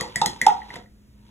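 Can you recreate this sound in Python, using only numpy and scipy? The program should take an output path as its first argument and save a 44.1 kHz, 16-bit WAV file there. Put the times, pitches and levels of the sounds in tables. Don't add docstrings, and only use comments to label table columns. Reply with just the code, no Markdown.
import sys
import numpy as np
from scipy import signal
from scipy.fft import rfft, irfft, next_fast_len
from scipy.io import wavfile
from scipy.ndimage import map_coordinates

SR = 44100
rng = np.random.default_rng(int(sys.argv[2]) if len(sys.argv) > 2 else 0)


def volts(x):
    e = np.asarray(x, float) / 20
    return 10 ** e


def pcm_store(signal):
    levels = np.round(np.clip(np.atleast_2d(signal), -1, 1) * 32767)
    wavfile.write(sys.argv[1], SR, levels.astype(np.int16).T)


N = 57330
LEAD_IN = SR // 10

# f/Hz, level/dB, t60/s
TABLE_MODES = [(140.2, 0, 0.045), (187, 6, 0.032), (367.2, -8, 0.048), (502, 0, 0.052), (710, -2.5, .04)]


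def along(points, hz):
    f, v = np.transpose(points)
    return np.interp(np.log(hz + 1), np.log(f + 1), v)


def filtered(x, response):
    m = next_fast_len(x.shape[-1] + 8192)
    spectrum = rfft(x, m) * response(np.fft.rfftfreq(m, 1 / SR))
    return irfft(spectrum, m)[..., :x.shape[-1]]


def noise(colour, size):
    x = filtered(rng.standard_normal(size), lambda hz: volts(along(colour, hz)))
    return x / x.std()


def diffuse(three):
    # f/Hz, level/dB
    own_share = [(100, -14), (300, -3), (600, 3), (1500, 9), (2400, 16.5), (4000, -19), (12000, -13.5)]
    own = filtered(three[1:], lambda hz: volts(along(own_share, hz)))
    return filtered(three[0] + own, lambda hz: 1 / np.sqrt(1 + volts(2 * along(own_share, hz))))


def background():
    # f/Hz, level/dB
    hum_partials = [(59, -58), (121, -67.5), (208, -57.5)]
    # f/Hz, level/dB
    rumble_colour = [(12, -49), (25, -26.5), (58, -2.5), (85, -16.5), (125, -10.5), (160, -32.5),
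                     (210, -11.5), (260, -34), (350, -32.5), (450, -31.5), (650, -33.5), (1100, -91)]
    # f/Hz, level/dB
    hiss_colour = [(300, 3), (600, -16.5), (1500, -14), (3000, -17), (6000, -19.5), (10000, -21.5),
                   (15500, -26), (16400, -60)]
    rumble_db, hiss_db, waver_hz = -53.5, -61, 9
    t = np.arange(N) / SR

    def waver():
        return map_coordinates(rng.standard_normal(int(N * waver_hz / SR) + 4), [t * waver_hz])

    hum = np.zeros(N)
    for hz, db in hum_partials:
        level = volts(db + 4 * waver())
        hum += level * np.sin(2 * np.pi * hz * t + 0.8 * waver())
    rumble = volts(rumble_db) * diffuse(noise(rumble_colour, (3, N)))
    hiss = volts(hiss_db) * diffuse(noise(hiss_colour, (3, N)))
    return hum + rumble + hiss


def sleeve():
    # t/s, level/dB
    rustle_level = [(.55, -48), (.62, -52.5), (0.678, -52), (0.719, -46.5), (.745, -40), (.775, -45.5),
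                    (0.798, -54), (0.839, -58.5), (.9, -86), (1.101, -80.5), (1.3, -61.5)]
    # f/Hz, level/dB
    cloth_colour = [(180, -26.5), (300, -5), (600, -6.5), (800, -17.5), (930, 6), (1100, -9), (2000, -11.5),
                    (4000, -9.5), (7000, -24.5), (11000, -28.5), (15800, -48)]
    grain_samples, grain_depth_db = 150, 3.1
    s, db = np.transpose(rustle_level)
    grain = map_coordinates(rng.standard_normal(N // grain_samples + 4), [np.arange(N) / grain_samples])
    level_db = np.interp(np.arange(N) / SR, s, db) + grain_depth_db * grain
    return volts(level_db) * diffuse(noise(cloth_colour, (3, N)))


def reflections():
    # delay/s, level/dB (before the band filter)
    left_echoes = [(.0063, -11), (.0104, -11), (.0153, -5.5), (.0224, -6.5), (.0319, -11.5), (.0375, -19),
                   (.0470, -17), (.0551, -13), (.0795, -18)]
    # delay/s, level/dB (before the band filter)
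    right_echoes = [(.0088, -9.5), (.0120, -14), (.0155, -8.5), (.0201, -15), (.0249, -8), (.0322, -14),
                    (.0383, -17), (.0427, -12.5), (.0500, -16)]
    dull_hz, thin_hz = 1500, 450
    taps = np.zeros((2, SR // 2))
    for port, echoes in enumerate([left_echoes, right_echoes]):
        for delay_s, db in echoes:
            taps[port, round(delay_s * SR)] = volts(db)
    taps = filtered(taps, lambda hz: 1 / (1 + (hz / dull_hz) ** 4) / (1 + (thin_hz / (hz + 1)) ** 4))
    taps[:, 0] += 1
    return taps


def diffuse_tail():
    # f/Hz, t60/s
    decay_t60 = [(150, 0.5), (500, 0.21), (850, 0.35), (1300, 0.29), (2000, 0.24), (6000, 0.24),
                 (12000, 0.19)]
    # f/Hz, time constant/s
    build_up = [(300, .004), (600, 0.027), (1100, 0.027), (1700, 0.0054), (4000, 0.001)]
    # f/Hz, level/dB
    tail_colour = [(150, -6), (400, 10.5), (850, -5.5), (1300, 4.5), (2000, -4.5), (2600, 2.5), (3400, 0.5),
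                   (5000, -3), (12000, -7)]
    late_s = 0.0013
    hz, t, z = signal.stft(rng.standard_normal((3, SR // 2)), SR, nperseg=256)
    decay = volts(-60 * t / along(decay_t60, hz)[:, None])
    build = 1 - np.exp(-t / along(build_up, hz)[:, None])
    tail = signal.istft(z * decay * build, SR, nperseg=256)[1][:, :SR // 2]
    tail = diffuse(tail * (np.arange(SR // 2) > late_s * SR))
    return filtered(tail / np.linalg.norm(tail[0]), lambda hz: volts(along(tail_colour, hz)))


def room(hit, tail_db=0):
    room_db = -2.5
    response = reflections() + volts(room_db + tail_db) * diffuse_tail()
    return signal.fftconvolve(hit[None], response, axes=1)


def ring(modes, t, rise_s):
    total = np.zeros(len(t))
    for hz, db, t60_s in modes:
        level = volts(db + rng.normal(0, 4.2) - 60 * t / t60_s)
        total += level * np.sin(2 * np.pi * hz * t)
    return (1 - np.exp(-t / rise_s)) * total


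def crack(colour, t):
    t60_s, rise_s = 0.013, 0.0008
    return noise(colour, len(t)) * (1 - np.exp(-t / rise_s)) ** 2 * volts(-60 * t / t60_s)


def add(track, s, sound):
    start = LEAD_IN + round(s * SR)
    track[:, start:start + sound.shape[1]] += sound


def rim_clicks():
    # t/s, ring level/dB, crack level/dB, table thud level/dB, tail over the room level/dB
    click_list = [(.0088, -18, -13.5, -24.5, 0), (.1580, -13, -10.5, -29, 2.5),
                  (0.2594, -14, -5.5, -28, 0.5), (0.4145, -10.5, -11, -26, 1),
                  (0.502, -24.5, -58.5, -35, -1), (0.604, -44.5, -69, -52, 3.5), (0.618, -32, -71, -76, -3),
                  (.7040, -26, -44, -44, -0.5), (0.7569, -27, -31, -34, 0.5), (0.8596, -43.5, -57, -73, -3)]
    # f/Hz, level/dB, t60/s
    handle_modes = [(1932, -2, 0.026), (2020, -3, 0.029)]
    # f/Hz, level/dB, t60/s
    rim_modes = [(3370, -1, .007), (5300, -8, .005), (6900, -4, .01), (7600, -6, .005), (9900, -10, .006)]
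    # f/Hz, level/dB
    crack_colour = [(300, -36), (1000, -17), (1500, -16), (2600, -37), (4000, -3.5), (6000, -8), (9000, -2),
                    (12000, -17.5), (15000, -21), (16000, -36.5)]
    thud_late_s, thud_rise_s, ring_rise_s = 0.004, 0.0047, 0.0015
    track, t = np.zeros((2, LEAD_IN + N + SR)), np.arange(SR // 5) / SR
    for s, ring_db, crack_db, thud_db, tail_db in click_list:
        thud = volts(thud_db) * ring(TABLE_MODES, np.maximum(t - thud_late_s, 0), thud_rise_s)
        snap = volts(crack_db) * (crack(crack_colour, t) + ring(rim_modes, t, ring_rise_s))
        handle = volts(ring_db) * ring(handle_modes, t, ring_rise_s)
        add(track, s, room(handle + snap + thud, tail_db))
    return track[:, LEAD_IN:LEAD_IN + N]


def wall_knocks():
    # t/s, boom level/dB, crack level/dB, boom f/Hz
    knock_list = [(-.0620, -16, 3, 881), (.0070, -33, -48, 940), (.0330, -27.5, -37, 874),
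                  (.2152, -8, -7, 868), (.4646, 0.5, -5.5, 841.5), (.5460, -26.5, -65, 918),
                  (.7050, -37.5, -69, 888), (.7350, -51, -51, 870), (.7620, -52, -30, 936)]
    # f/Hz, level/dB
    slap_colour = [(300, -19.5), (900, -6.5), (1400, -4), (2200, -15.5), (4000, -4.5), (7000, -11.5),
                   (10000, -18), (13000, -43), (16000, -39.5)]
    boom_s, boom_lean = 0.012, 1.05
    brush_early_s, brush_db = 0.008, -27
    table_gain, table_rise_s = 0.091, 0.0047
    track, t = np.zeros((2, LEAD_IN + N + SR)), np.arange(SR // 5) / SR
    swell = np.sin(np.pi * np.minimum(t / boom_s, 1) ** boom_lean) ** 2
    for s, boom_db, crack_db, hz in knock_list:
        boom = volts(boom_db) * swell * np.sin(2 * np.pi * hz * t)
        slap = crack(slap_colour, t) + table_gain * ring(TABLE_MODES, t, table_rise_s)
        blow = np.roll(boom + volts(crack_db) * slap, round(brush_early_s * SR))
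        add(track, s - brush_early_s, room(volts(brush_db) * boom + blow))
    return track[:, LEAD_IN:LEAD_IN + N]


def scene():
    return background() + sleeve() + rim_clicks() + wall_knocks()


def low_pass(x):
    return signal.sosfilt(signal.butter(12, 16440, fs=SR, output="sos"), x)


def record(dry):
    # f/Hz, phase/rad
    channel_lead = [(0, 0), (900, -.4), (1500, -.4), (2240, .85), (2900, 1.5), (3600, 1.5), (4300, 2.85),
                    (5000, 3.4), (5700, 4.6), (6400, 5.9), (7060, 6.4), (7750, 7.5), (8440, 8.9), (9130, 9.4),
                    (9820, 10.7), (10500, 12.1), (11500, 12.6), (12600, 14.9), (13600, 15.7), (14600, 18.3),
                    (16100, 19)]
    # f/Hz, level/dB
    channel_balance = [(200, .6), (500, -.5), (850, -2.5), (1500, -2.5), (2300, -.3), (8000, 0)]
    top_hz, clip_level = 16200, 1.0

    def half(hz):
        phase_rad = np.interp(hz, *np.transpose(channel_lead))
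        return volts(along(channel_balance, hz) / 2) * np.exp(0.5j * phase_rad)

    channels = filtered(dry, lambda hz: np.array([half(hz), 1 / half(hz)]) * (hz < top_hz))
    mix = np.clip(channels, -clip_level, clip_level)
    return low_pass(mix)


dry = scene()
out = record(dry)
pcm_store(out)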